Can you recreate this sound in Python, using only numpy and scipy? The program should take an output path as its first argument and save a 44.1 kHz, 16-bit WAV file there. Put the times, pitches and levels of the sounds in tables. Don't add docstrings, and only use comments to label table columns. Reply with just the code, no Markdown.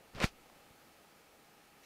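import sys
import numpy as np
from scipy import signal
from scipy.io import wavfile
from scipy.ndimage import uniform_filter1d

SR = 44100
rng = np.random.default_rng(int(sys.argv[2]) if len(sys.argv) > 2 else 0)


def magnitude_from_level(level_db):
    exponent = np.asarray(level_db, float) / 20
    return 10 ** exponent


def master_out(mix):
    frames = np.transpose(np.atleast_2d(mix))
    ceiling = np.clip(frames, -1, 1)
    pcm = np.round(ceiling * 32767).astype(np.int16)
    wavfile.write(sys.argv[1], SR, pcm)


N = 81585


def evened(x):
    return x / np.sqrt(np.mean(x ** 2) + 1e-20)


def read_spectrum(points, hz):
    f, value = np.transpose(points)
    return np.interp(np.log(hz + 1), np.log(f + 1), value)


def add(mix, s, sound):
    part = mix[round(s * SR):][:len(sound)]
    part += sound[:len(part)]


def resonate(x, hz, width):
    turn = np.exp(2j * np.pi * hz * np.arange(len(x)) / SR)
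    pole = np.exp(-np.pi * width / SR)
    smooth = signal.lfilter([1 - pole], [1, -pole], x / turn)
    return 2 * (turn * smooth).real


def minimum_phase(points):
    hz = abs(np.fft.fftfreq(4096, 1 / SR))
    log_gain = np.log(magnitude_from_level(np.maximum(read_spectrum(points, hz), -60)))
    return np.fft.ifft(np.exp(np.conj(signal.hilbert(log_gain)))).real[:2048]


def low_pass(x, hz):
    return signal.sosfiltfilt(signal.butter(2, hz, fs=SR, output="sos"), x)


def room_tone():
    # f/Hz, relative level per Hz/dB
    colour = [(15, -40), (25, -10.5), (101, -5), (140, -11), (169, -1), (322, -2.5), (434, -1), (523, -2.5),
              (743, -3.5), (827, -4), (1030, -8.5), (1270, -7.5), (1460, -9), (2560, -10), (3840, -15.5),
              (4160, -14.5), (7320, -19), (14300, -20.5), (15600, -21)]
    # t/s, level below the split/dB, level above it/dB
    drift = [(0, 1.5, -1), (.12, 0, 0.5), (.35, 0.5, 0), (.55, 1, 0.5), (.8, -0.5, 1), (1.2, 0, 0),
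             (1.6, -1.5, 0), (1.85, -0.5, 0.5)]
    split_hz, patch_db, level_db = 1360, .8, -62.5
    frames, hz = N // 256 + 5, np.fft.rfftfreq(1024, 1 / SR)
    real, imaginary, patches = rng.standard_normal((frames, 513, 3)).T
    patches = uniform_filter1d(patches, 10, 0)
    patches = evened(uniform_filter1d(patches, 12, 1))
    s, low_db, high_db = np.transpose(drift)
    t = np.arange(frames) * 256 / SR
    upper = (1 / (1 + (split_hz / (hz + 1)) ** 4))[:, None]
    drift_db = (1 - upper) * np.interp(t, s, low_db) + upper * np.interp(t, s, high_db)
    gain = magnitude_from_level(read_spectrum(colour, hz)[:, None] + patch_db * patches + drift_db)
    spectra = (real + 1j * imaginary) * gain
    noise = signal.istft(spectra, nperseg=1024, noverlap=768)[1][:N]
    return magnitude_from_level(level_db) * evened(noise)


def whines():
    # f/Hz, rms level/dB
    tones = [(818.3, -77), (1238, -79.5), (1292, -82), (1335, -85), (1809, -87.5), (2261, -84), (2654, -87)]
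    width_hz = 4
    t, out = np.arange(N) / SR, np.zeros(N)
    for hz, db in tones:
        wander = np.cumsum(rng.standard_normal(N)) * np.sqrt(2 * np.pi * width_hz / SR)
        out += magnitude_from_level(db) * np.sqrt(2) * np.sin(2 * np.pi * (hz * t + rng.random()) + wander)
    return out


def rumble():
    # t/s, level/dB
    shaking = [(.13, -79), (.145, -55), (.19, -55), (.23, -63), (.26, -56), (.29, -67), (.34, -63),
               (.38, -77), (.6, -78), (.7, -90)]
    top_hz = 54.7
    s, db = np.transpose(shaking)
    t = np.arange(N) / SR
    held = (t > s[0]) * (t < s[-1])
    return magnitude_from_level(np.interp(t, s, db)) * held * evened(low_pass(rng.standard_normal(N), top_hz))


def rub():
    # t/s, level before the band gains/dB, bass gain/dB, presence gain/dB,
    # treble gain/dB, smooth hiss as a share of power/0-1
    slide = [(.135, -70, 14, -3, -3, 0.3), (.148, -61, 6, -2, -4, 0.3), (.152, -55, 4, -6, -5, 0.5),
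             (0.161, -51, 3, -2, -5, 0.5), (.172, -51, 4, -2, -4, 0.24), (.198, -48.5, 4, 1, -3, 0.2),
             (.206, -41.5, 2, 1, -4, 0.27), (.216, -36.5, 3, 1, -4.5, 0.15),
             (.232, -31, -2.5, -1.5, -1.5, 0.31), (.24, -28.5, 0.5, -4.5, -0.5, 0.52),
             (0.247, -33, -2.5, 1, 2.5, 0.42), (.254, -44.5, 3.5, 10.5, 10, .7),
             (.27, -51.5, -5.5, 10, 8, .7), (.288, -58, 0, 12, 5, .7), (.3, -68, -4, 10, 12, .7),
             (.32, -82, -7, 10, 8, .7)]
    # f/Hz, relative level per Hz/dB
    colour = [(88, -43), (150, -4), (471, -1.5), (1090, -5), (1220, -1), (2140, -7), (2360, -4.5),
              (3620, -10.5), (4750, -12), (15500, -34.5)]
    splits = (940, 3700, 6100)
    slips_per_s, spread_db, back_share = 5000, 3, .2
    sizes = magnitude_from_level(spread_db * np.minimum(rng.exponential(1, N), 3))
    slips = sizes * (rng.random(N) < slips_per_s / SR)
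    slips = slips * np.where(rng.random(N) < back_share, -1, 1)
    s, *columns = np.transpose(slide)
    t = np.arange(N) / SR
    level_db, bass_db, presence_db, treble_db, hiss = (np.interp(t, s, c) for c in columns)
    hiss = np.clip(hiss, 0, 1)
    grain = evened(slips - slips.mean())
    drive = np.sqrt(1 - hiss) * grain + np.sqrt(hiss) * rng.standard_normal(N)
    body = evened(signal.oaconvolve(drive, minimum_phase(colour))[:N])
    to_bass, to_mid, to_presence = (low_pass(body, hz) for hz in splits)
    mix = magnitude_from_level(bass_db) * to_bass + to_mid - to_bass
    mix += magnitude_from_level(presence_db) * (to_presence - to_mid)
    mix += magnitude_from_level(treble_db) * (body - to_presence)
    return magnitude_from_level(level_db) * mix * (t > s[0]) * (t < s[-1])


def bumps():
    # start t/s, length/s, level before scale and leak/dB
    pushes = [(.1496, .0028, -44), (.1635, .005, -37.5), (.183, .004, -46), (.2408, .0024, -27),
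              (.2475, .016, -39), (.7065, .003, -57)]
    pulls = [(.1525, .0038, -41), (.2431, .004, -18.5), (.7095, .005, -57)]
    leak_hz = 21.9
    out = np.zeros(N)
    for scale, humps in ((0.85, pushes), (-0.98, pulls)):
        for s, length, db in humps:
            hump = np.sin(np.pi * np.arange(0, length, 1 / SR) / length)
            add(out, s, scale * magnitude_from_level(db) * hump)
    return signal.lfilter(*signal.butter(1, leak_hz, "high", fs=SR), out)


def ticks():
    # t/s, peak level before the low-pass/dB, f/Hz, time to fall 60 dB/s
    taps = [(.1497, -37, 4640, 0.0013), (.1499, -44, 2000, 0.0033), (0.1578, -37.5, 3600, 0.0015),
            (0.163, -42, 3500, 0.0018), (0.4995, -46.5, 1010, 0.0063)]
    top_hz = 7500
    out, t = np.zeros(N), np.arange(600) / SR
    for s, db, hz, t60 in taps:
        add(out, s, magnitude_from_level(db - 60 * t / t60) * np.cos(2 * np.pi * hz * t))
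    return low_pass(out, top_hz)


def snaps():
    # release t/s, ramp peak before rounding off/dB, stretch/s, rounding-off f/Hz
    releases = [(.2029, -23, .0004, 9000), (.2155, -25, .0003, 6000), (.2263, -25, .0003, 5000),
                (.2337, -24, .0003, 4000), (.2362, -23, .0004, 4500), (.2417, -18, .0003, 4000),
                (.2425, -12, .0004, 4200)]
    ring_hz, ring_share, ring_t60_s = 1800, .55, .004
    lead = 44
    out, t = np.zeros(N), np.arange(600) / SR
    ring = -ring_share * magnitude_from_level(-60 * t / ring_t60_s) * np.cos(2 * np.pi * ring_hz * t)
    for s, db, stretch, hz in releases:
        ramp = np.arange(0, 1, 1 / (stretch * SR))
        shape = np.concatenate([np.zeros(lead), ramp, ring])
        add(out, s - stretch - lead / SR, magnitude_from_level(db) * low_pass(shape, hz))
    return out


def rustle():
    # f/Hz, width of one pass/Hz, relative level/dB
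    resonances = [(2300, 1200, 0), (4000, 800, -2), (5500, 1500, -4)]
    start_s, rise_s, fade_db_per_s, level_db = 1.83, 0.0036, -300, -60
    noise = rng.standard_normal(N)
    t = np.maximum(np.arange(N) / SR - start_s, 0)
    sound = np.zeros(N)
    for hz, width, db in resonances:
        once = resonate(noise, hz, width)
        sound += magnitude_from_level(db) * evened(resonate(once, hz, width))
    return magnitude_from_level(level_db + fade_db_per_s * t) * evened(sound) * np.minimum(t / rise_s, 1)


def scene():
    background = room_tone() + whines()
    handling = rumble() + rub() + bumps() + ticks() + snaps() + rustle()
    return (background + handling)[None]


def top_cut(x):
    return signal.sosfilt(signal.butter(12, 15700, fs=SR, output="sos"), x)


def record(dry):
    edge_hz = 15700
    taps = signal.firwin(511, edge_hz, window=("kaiser", 9), fs=SR)
    mix = signal.oaconvolve(dry, taps[None], "same")
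    return top_cut(mix)


dry = scene()
out = record(dry)
master_out(out)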